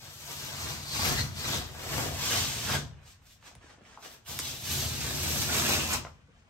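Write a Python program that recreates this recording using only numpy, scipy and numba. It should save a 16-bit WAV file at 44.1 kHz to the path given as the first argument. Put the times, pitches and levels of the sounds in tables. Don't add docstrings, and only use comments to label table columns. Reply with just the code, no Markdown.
import sys
import numpy as np
from scipy import signal
from scipy.fft import rfft, irfft
from scipy.io import wavfile
from scipy.ndimage import uniform_filter1d, map_coordinates
from numba import njit

SR = 44100
rng = np.random.default_rng(int(sys.argv[2]) if len(sys.argv) > 2 else 0)


def inscribe(sig):
    pcm = np.round(np.clip(np.atleast_2d(sig).T, -1, 1) * 32767)
    wavfile.write(sys.argv[1], SR, pcm.astype(np.int16))


N = 286385
T = np.arange(N) / SR
HZ = np.fft.rfftfreq(N, 1 / SR)


def amp(db):
    return 10 ** (np.asarray(db) / 20)


def unit(x):
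    return x / np.sqrt(np.mean(x ** 2) + 1e-20)


def over_time(rows):
    s, *columns = np.transpose(rows)
    return [np.interp(T, s, c) for c in columns]


def over_hz(points, hz):
    f, value = np.transpose(points)
    return np.interp(np.log(hz + 1), np.log(f), value)


def colour(x, points):
    return unit(irfft(rfft(x) * amp(over_hz(points, HZ)), N))


def wander(top_hz):
    return unit(irfft(rfft(rng.standard_normal(N)) / (1 + (HZ / top_hz) ** 4), N))


ALIKE_HALF_HZ = 344


def diffuse(pair):
    n = pair.shape[1]
    a, b = rfft(pair)
    hz = np.fft.rfftfreq(n, 1 / SR)
    same = 1 / (1 + (hz / ALIKE_HALF_HZ) ** 2)
    other = np.sqrt(np.clip(1 - same ** 2, 0, 1))
    return irfft(np.array([a, same * a + other * b]), n)


# frequency [Hz], relative level [dB].
ROOM_TONE_SPECTRUM = [(20, -1.5), (35, 11.5), (70, 12.5), (130, 8), (250, 2.5), (600, -45), (1200, -18),
                      (2500, -27), (6000, -37), (9000, -28), (16000, -66)]


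def room_tone():
    return amp(-63.5) * diffuse(colour(rng.standard_normal((2, N)), ROOM_TONE_SPECTRUM))


STROKE_DB = 20
STROKE_CURVE = 1.15


def strokes(s, build, hold, release):
    before = (s - T[:, None]) / abs(build)
    after = (T[:, None] - s - hold) / abs(release)
    away = np.maximum(before, after)
    return amp(-STROKE_DB * np.clip(away, 0, 10) ** STROKE_CURVE) ** 2


def level(shapes, db):
    return 10 * np.log10(shapes @ amp(db) ** 2)


def together(*levels_db):
    return 10 * np.log10(sum(amp(db) ** 2 for db in levels_db))


def linger(db, t60):
    keep = amp(-60 / (abs(t60) * SR)) ** 2
    return 10 * np.log10(signal.lfilter([1 - keep], [1, -keep], amp(db) ** 2))


# full force at [s], build [s], hold [s], release [s],
# rasp [dB], then rustle, fizz, drumming [dB re rasp], strip pitch [Hz], strip width [Hz],
# strip [dB re rasp], curl pitch [Hz], curl width [Hz], curl [dB re rustle].
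TUG_STROKES = [(0.02, 0.2, 0.048, 0.099, -52, -2, -2, -2.5, 4160, 1000, -23, 1030, 700, -11),
               (0.323, 0.43, 0.16, 0.074, -45, -4.5, 3.5, -7, 3400, 1000, -20, 1030, 700, -12),
               (0.63, 0.36, 0.062, 0.27, -41.5, -3.5, 1, -1, 4340, 1000, -9, 1075, 450, -7.5),
               (0.956, 0.18, 0.074, 0.066, -37, -5.5, 0, -3.0, 4300, 1100, -3.5, 1070, 500, -16),
               (1.049, 0.077, 0.027, 0.19, -32.5, -0.5, 2.5, -0.5, 4280, 1800, -9.5, 1750, 598, -8.5),
               (1.182, 0.047, 0.019, 0.032, -35.5, -4.5, -1, 5.5, 4100, 600, -3.5, 2080, 503, 0.5),
               (1.232, 0.024, 0.012, 0.067, -45.5, -3, 2, -3, 4800, 2000, -16, 1200, 700, -14),
               (1.377, 0.055, 0.054, 0.1, -42.5, -5, -2, -14, 4450, 1800, -7, 1057, 600, -15),
               (1.49, 0.17, 0.037, 0.16, -37, 0.5, 1.5, 0.5, 3800, 2200, -2.5, 1030, 600, -16.5),
               (1.974, 0.28, 0.014, 0.32, -37, -1, 2, 1.5, 3180, 1000, -45, 540, 700, -2),
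               (2.229, 0.13, 0.052, 0.074, -34.5, -6, -0.5, -11, 3450, 1200, -14.5, 1070, 400, -7.5),
               (2.31, 0.047, 0.013, 0.072, -31.5, -4, 0, -9, 2950, 800, -9, 1740, 800, -2.5),
               (2.362, 0.057, 0.026, 0.19, -30.5, -9.5, -1.5, -6.5, 3150, 700, -12, 1010, 396, -4),
               (2.503, 0.2, 0.16, 0.14, -39.5, -8.5, 0.5, -7, 3040, 1000, -16, 1470, 700, -29),
               (2.712, 0.14, 0.036, 0.066, -36, -0.5, 0.5, 2, 3650, 1600, -6.5, 1722, 240, -3.5),
               (4.279, 0.024, 0.02, 0.33, -43, -7.5, 4, -3.5, 3420, 1510, -10.5, 1020, 703, -3),
               (4.453, 0.13, 0.066, 0.092, -41, -9, 1.5, -7.5, 3630, 1690, -7.5, 910, 700, -21),
               (4.709, 0.17, 0.068, 0.38, -35.7, -8.5, 4.5, -1, 3820, 2000, -9, 950, 900, -33),
               (5.02, 0.21, 0.048, 0.46, -39, -5, 0, -2, 4970, 1500, -26.5, 1190, 697, -30),
               (5.266, 0.34, 0.16, 0.11, -35.0, -7, 4, -3.5, 6050, 1005, -11.5, 1540, 400, -22),
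               (5.552, 0.18, 0.023, 0.14, -31, -4.5, 2.5, -6.5, 3360, 1000, -32.5, 1550, 400, -25),
               (5.682, 0.15, 0.055, 0.16, -30.5, -2, 1.5, -6, 2640, 700, -9.5, 1230, 300, -18),
               (5.803, 0.067, 0.027, 0.17, -41, -4.5, 0.5, -10, 2670, 900, -3, 810, 510, -8),
               (5.918, 0.11, 0.021, 0.056, -34, -3, 3, -5.5, 2620, 900, -6.5, 1160, 700, -1.5)]
# full force at [s], hold [s],
# rasp [dB], then rustle, fizz [dB re rasp].
BRUSH_STROKES = [(1.776, .05, -61, 11.5, -3), (3.067, 0.048, -59.5, -9.5, -2),
                 (3.265, 0.064, -62.5, -12, 2.5), (3.466, 0.0098, -54, 1.5, -4),
                 (3.636, 0.088, -64, 5.5, -13), (3.866, 0.078, -63, 6, -13),
                 (4.049, 0.0064, -48.5, -0.5, -1), (4.122, 0.0075, -54, -3, 5),
                 (6.366, 0.029, -75.5, -9, -15)]
BRUSH_BUILD_S, BRUSH_RELEASE_S = 0.059, 0.059
IDLE_RASP_DB, IDLE_RUSTLE_DB, IDLE_DRUM_DB, IDLE_SWELL_DB = -79.5, -68.5, -72, -3
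SETTLE_T60_S, SETTLE_DB = 0.78, -17
SWING_T60_S = 0.68
SWAY_T60_S, SWAY_DB = 1.05, -6
FLAP_T60_S = 0.25
FLAP_DB, FLAP_DB_PER_S = -2, 0.96


def hand():
    (s, build, hold, release, db, rustle, fizz, drum,
     strip_hz, strip_width, strip, curl_hz, curl_width, curl) = np.transpose(TUG_STROKES)
    at, length, brush_db, brush_rustle, brush_fizz = np.transpose(BRUSH_STROKES)
    tug = strokes(s, build, hold, release)
    brush = strokes(at, BRUSH_BUILD_S, length, BRUSH_RELEASE_S)

    rasp_db = together(level(tug, db), level(brush, brush_db), IDLE_RASP_DB)
    crumple_db = together(level(tug, db + rustle), level(brush, brush_db + brush_rustle))
    settle_db = linger(crumple_db, SETTLE_T60_S) + SETTLE_DB
    idle_db = IDLE_RUSTLE_DB + IDLE_SWELL_DB * wander(top_hz=4.6)
    rustle_db = together(crumple_db, settle_db, idle_db)
    fizz_db = together(level(tug, db + fizz), level(brush, brush_db + brush_fizz))

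    jerk_db = level(tug, db + drum)
    drum_db = together(linger(jerk_db, SWING_T60_S), IDLE_DRUM_DB)
    sway_db = together(linger(jerk_db, SWAY_T60_S), IDLE_DRUM_DB) + SWAY_DB
    flap_db = linger(0.5 * drum_db + 0.66 * crumple_db, FLAP_T60_S) + FLAP_DB + FLAP_DB_PER_S * T

    share = tug / tug.sum(1, keepdims=True)
    strip_ring = share @ strip_hz, share @ abs(strip_width), level(tug, db + strip)
    curl_ring = share @ curl_hz, share @ abs(curl_width), level(tug, db + rustle + curl)
    return rasp_db, rustle_db, fizz_db, drum_db, sway_db, flap_db, strip_ring, curl_ring


def breaks(per_s, spread_db):
    size = amp(spread_db * np.minimum(rng.exponential(1, N), 4))
    sign = rng.choice([-1, 1], N)
    return unit(size * sign * (rng.random(N) < per_s / SR))


@njit
def smooth(x, keep):
    out = np.zeros_like(x)
    for i in range(1, len(x)):
        out[i] = keep[i] * out[i - 1] + (1 - keep[i]) * x[i]
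    return out


PITCH_WAVER = 0.024


def resonate(x, hz, width_hz):
    wavering_hz = hz * (1 + PITCH_WAVER * wander(top_hz=11))
    turn = np.exp(2j * np.pi * np.cumsum(wavering_hz) / SR)
    keep = np.exp(-np.pi * width_hz / SR)
    ring = turn * smooth(smooth(x / turn, keep), keep)
    return unit(ring.real / np.sqrt(width_hz))


# frequency [Hz], relative level [dB].
RASP_SPECTRUM = [(700, -25), (1500, -22), (2300, -4), (3000, -2), (3900, 0), (5000, -0.5), (6200, 0),
                 (7200, -2), (8200, -2), (9500, -15.5), (16000, -105)]
# frequency [Hz], relative level [dB].
FIZZ_SPECTRUM = [(5000, -30), (8000, -8), (9200, -6), (10200, -10), (11200, -2), (12000, 2), (13000, -1.5),
                 (14000, -9), (15000, -5), (15700, -6)]
# frequency [Hz], relative level [dB].
RUSTLE_SPECTRUM = [(150, -11), (300, -4), (520, -2.5), (700, -0.5), (950, -1), (1250, -1.5), (1700, -1.5),
                   (2200, -4), (3200, -6.5), (7000, -34)]
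# frequency [Hz], relative level [dB].
CRACKLE_SPECTRUM = [(400, -10), (1200, -3.5), (3000, 0), (5500, -0.5), (8000, -17.5), (16000, -54)]
BREAKS_PER_S, FIBRE_SPREAD_DB = 7000, 3
SURGE_DB, CLUMP_DB = .5, 1.5
CRACKLE_PER_S, CRACKLE_DB = 260, -12.5
CRUMPLE_DB = 1.5


def peel_line(rasp_db, rustle_db, fizz_db, strip_ring, curl_ring):
    strip_hz, strip_width, strip_db = strip_ring
    curl_hz, curl_width, curl_db = curl_ring
    clumps = amp(SURGE_DB * wander(top_hz=45.2) + CLUMP_DB * wander(top_hz=348))

    rasp = amp(rasp_db - 1.34) * colour(breaks(BREAKS_PER_S, spread_db=2.5) * clumps, RASP_SPECTRUM)
    fibres = breaks(per_s=9000, spread_db=FIBRE_SPREAD_DB) * clumps
    fizz = amp(fizz_db - 11.0) * colour(fibres, FIZZ_SPECTRUM)
    strip_breaks = breaks(BREAKS_PER_S, spread_db=6.5) * clumps
    strip = amp(strip_db) * resonate(strip_breaks, strip_hz, strip_width)
    curl_breaks = breaks(per_s=3300, spread_db=3.0) * clumps
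    curl = amp(curl_db - 2.0) * resonate(curl_breaks, curl_hz, curl_width)
    rustle_gain = amp(rustle_db - 2.0 + CRUMPLE_DB * wander(top_hz=35))
    rustle = rustle_gain * colour(breaks(per_s=2500, spread_db=3.5) * clumps, RUSTLE_SPECTRUM)
    coarse = breaks(CRACKLE_PER_S, spread_db=2.5)
    crackle = amp(rasp_db + CRACKLE_DB) * colour(coarse, CRACKLE_SPECTRUM)
    return rasp + crackle + strip + rustle + curl, fizz


# frequency [Hz], T60 [s].
TAIL_T60 = [(100, 0.7), (500, 0.48), (2000, 0.3), (6000, 0.35), (15000, 0.17)]


def echoes(early_db, tail_db):
    t = np.arange(2 ** 14) / SR
    signs = rng.choice([-1., 1.], (2, len(t)))
    taps = signs * (rng.random((2, len(t))) < 5000 / SR)
    early = taps[:, ::-1] * (t > .0008) * np.exp(-t / 0.019)
    hz, at, z = signal.stft(taps * (t > .01), SR, nperseg=256)
    fade = np.exp(-np.log(1000) * at / over_hz(TAIL_T60, hz)[:, None])
    tail = signal.istft(z * fade, SR, nperseg=256)[1][:, :len(t)]
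    return diffuse(amp(early_db) * unit(early) + amp(tail_db) * unit(tail)) / np.sqrt(len(t))


def reflections(x, early_db, tail_db, count):
    out = np.zeros((2, N))
    place = T * 60
    for k in range(count):
        away = abs((place - k + count / 2) % count - count / 2)
        share = np.cos(np.pi / 2 * np.minimum(away, 1))
        out += signal.oaconvolve((x * share)[None], echoes(early_db, tail_db), axes=1)[:, :N]
    return out


# time [s], lead of the left microphone [ms],
# left-right level [dB].
PEEL_PLACE = [(0, 0.12, 0.5), (1.1, 0.2, -2), (2, 0.11, -3), (2.8, 0.021, -9), (4.5, 0.063, -7),
              (5.1, -0.085, -9), (5.6, -0.12, -10), (6.49, -0.19, 1)]


def room(x, direct_db, early_db, tail_db, count):
    lead_ms, pan_db = over_time(PEEL_PLACE)
    late = map_coordinates(x, [np.arange(N) - lead_ms * SR / 1000], order=3)
    direct = amp(direct_db) * np.array([x * amp(pan_db / 2), late * amp(-pan_db / 2)])
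    return direct + reflections(x, early_db, tail_db, count)


def sheet(modes):
    power = sum(amp(db) ** 2 / width / (1 + ((HZ - hz) / width * 1.72) ** 2) ** 2
                for hz, width, db in modes)
    jerks = np.array([breaks(per_s=700, spread_db=3.0) for _ in range(2)])
    ring = diffuse(irfft(rfft(jerks) * np.sqrt(power), N))
    swing = uniform_filter1d((ring ** 2).mean(0), size=4000)
    return unit(ring / np.sqrt(abs(swing) + 1e-20))


# frequency [Hz], width [Hz], relative level [dB].
DRUM_MODES = [(87.8, 17.4, -0.5), (114, 14, -2.5), (141.4, 17, 0.5), (186.7, 20, -10.5)]
# frequency [Hz], width [Hz], relative level [dB].
SWAY_MODES = [(77.5, 26, 0)]


def drumming(drum_db, sway_db):
    return amp(drum_db - 0.15) * sheet(DRUM_MODES) + amp(sway_db) * sheet(SWAY_MODES)


# frequency [Hz], width [Hz], relative level [dB].
FLAP_MODES = [(218, 16, 3.5), (240, 19, 1), (260.7, 23, 3), (325, 26, -0.5), (370, 10, 0.5),
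              (419, 17, -6.5), (493, 27, -3.5), (607, 16, -4)]


def flapping(flap_db):
    return amp(flap_db) * sheet(FLAP_MODES)


# start [s], level [dB], centre [Hz], spread [octaves], T60 [s].
SNAP_EVENTS = [(1.02, -33.5, 1100, 0.18, 0.045), (1.042, -34, 4600, 0.27, 0.053),
               (1.082, -37, 750, 0.52, 0.14), (1.21, -28, 4130, 0.077, 0.036),
               (1.358, -49, 1200, 0.99, 0.058), (2.694, -33.5, 1050, 0.52, 0.051),
               (2.714, -33, 3000, 0.62, .035), (2.732, -32.5, 800, .7, 0.051),
               (2.757, -38, 1200, 0.69, .04), (3.426, -53.5, 1600, 1.0, 0.04),
               (3.511, -51, 750, 0.7, 0.037), (3.552, -55, 8250, 0.25, 0.008),
               (3.5525, -51.5, 2200, 1.3, 0.007), (3.556, -49, 90, .5, .12),
               (3.9738, -40.3, 950, 0.42, 0.011), (3.977, -51, 920, 0.45, 0.14), (3.983, -53, 350, .6, .03),
               (4.262, -49, 1760, 1.1, 0.035), (4.3897, -32, 12900, 0.19, .011),
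               (4.3901, -28.5, 5200, 0.7, 0.015), (4.397, -32, 6300, 0.45, .05),
               (5.703, -33, 600, 0.92, 0.047), (5.932, -27.5, 6400, 0.45, 0.07),
               (6.0502, -35, 820, 1.1, 0.014), (6.053, -48.5, 820, .7, .2), (6.068, -41, 1100, 0.7, 0.013),
               (6.278, -63, 460, 0.23, 0.12), (6.283, -59, 150, 0.64, 0.065)]
CRACK = 9


def snaps():
    out, t = np.zeros(N), np.arange(8192) / SR
    octave = np.log2(np.fft.rfftfreq(len(t), 1 / SR) + 1)
    for s, db, hz, spread, t60 in SNAP_EVENTS:
        fade = np.exp(-np.log(1000) * t / t60)
        crack = CRACK * np.exp(-(t60 / 0.022) ** 2)
        burst = rng.standard_normal(len(t)) * fade
        burst[0] = crack
        log_gain = np.maximum(-.5 * ((octave - np.log2(hz)) / spread) ** 2, -9)
        mirrored = np.r_[log_gain, log_gain[-2:0:-1]]
        band = np.exp(np.conj(signal.hilbert(mirrored)))[:len(octave)]
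        rms = np.sqrt((crack ** 2 + np.sum(fade ** 2)) / len(t))
        burst = unit(irfft(rfft(burst) * band)) * rms
        part = out[round(s * SR):][:len(t)]
        part += amp(db) * burst[:len(part)]
    return out


# start [s], level [dB], starting pitch [Hz].
FLICK_EVENTS = [(3.5532, -48, 1200), (3.6425, -46, 600), (3.776, -54, 1000), (3.783, -52, 600),
                (3.8103, -50, 750), (3.817, -48, 480), (4.3905, -29, 2600), (4.398, -36, 600)]
BEND_S, FLICK_T60_S = 0.0069, 0.023


def flicks():
    out, t = np.zeros(N), np.arange(4096) / SR
    fade = np.exp(-np.log(1000) * t / FLICK_T60_S)
    for s, db, hz in FLICK_EVENTS:
        turns = np.cumsum(hz / (1 + t / BEND_S) ** 2) / SR
        pop = amp(db) * np.sin(2 * np.pi * turns) * fade
        part = out[round(s * SR):][:len(t)]
        part += pop[:len(part)]
    return out


SNAP_PAN_DB, SNAP_TAIL_DB = -3, -15


def nearby(x, early_db):
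    direct = amp([[SNAP_PAN_DB / 2], [-SNAP_PAN_DB / 2]]) * x
    return direct + reflections(x, early_db, SNAP_TAIL_DB, count=3)


def scene():
    rasp_db, rustle_db, fizz_db, drum_db, sway_db, flap_db, strip_ring, curl_ring = hand()
    tear, fizz = peel_line(rasp_db, rustle_db, fizz_db, strip_ring, curl_ring)
    rip = room(tear, direct_db=-2.5, early_db=0.5, tail_db=-6.0, count=15)
    fizz = fizz + reflections(fizz, early_db=3.0, tail_db=-29, count=4)
    body = drumming(drum_db, sway_db) + flapping(flap_db)
    return room_tone() + rip + fizz + body + nearby(snaps() + flicks(), early_db=-3.0)


# frequency [Hz], left-right level [dB].
PORT_TILT = [(60, 0), (150, 1.5), (280, 5.5), (550, 1.5), (1200, 4), (2200, 0.5), (3000, 1.5), (4000, 1.5),
             (5500, 5.5), (6600, 7), (7300, -1.5), (8100, 5), (8800, -10.5), (10500, 1)]
LOW_CUT_HZ, EDGE_HZ = 36, 15800


def record(dry):
    tilt_db = over_hz(PORT_TILT, HZ) / 2
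    low_cut = HZ ** 4 / np.sqrt(HZ ** 8 + LOW_CUT_HZ ** 8)
    heard = irfft(rfft(dry) * amp([tilt_db, -tilt_db]) * low_cut, N)
    band_limit = signal.firwin(511, EDGE_HZ, window=("kaiser", 9), fs=SR)
    return signal.oaconvolve(heard, band_limit[None], "same")


dry = scene()
out = record(dry)
inscribe(out)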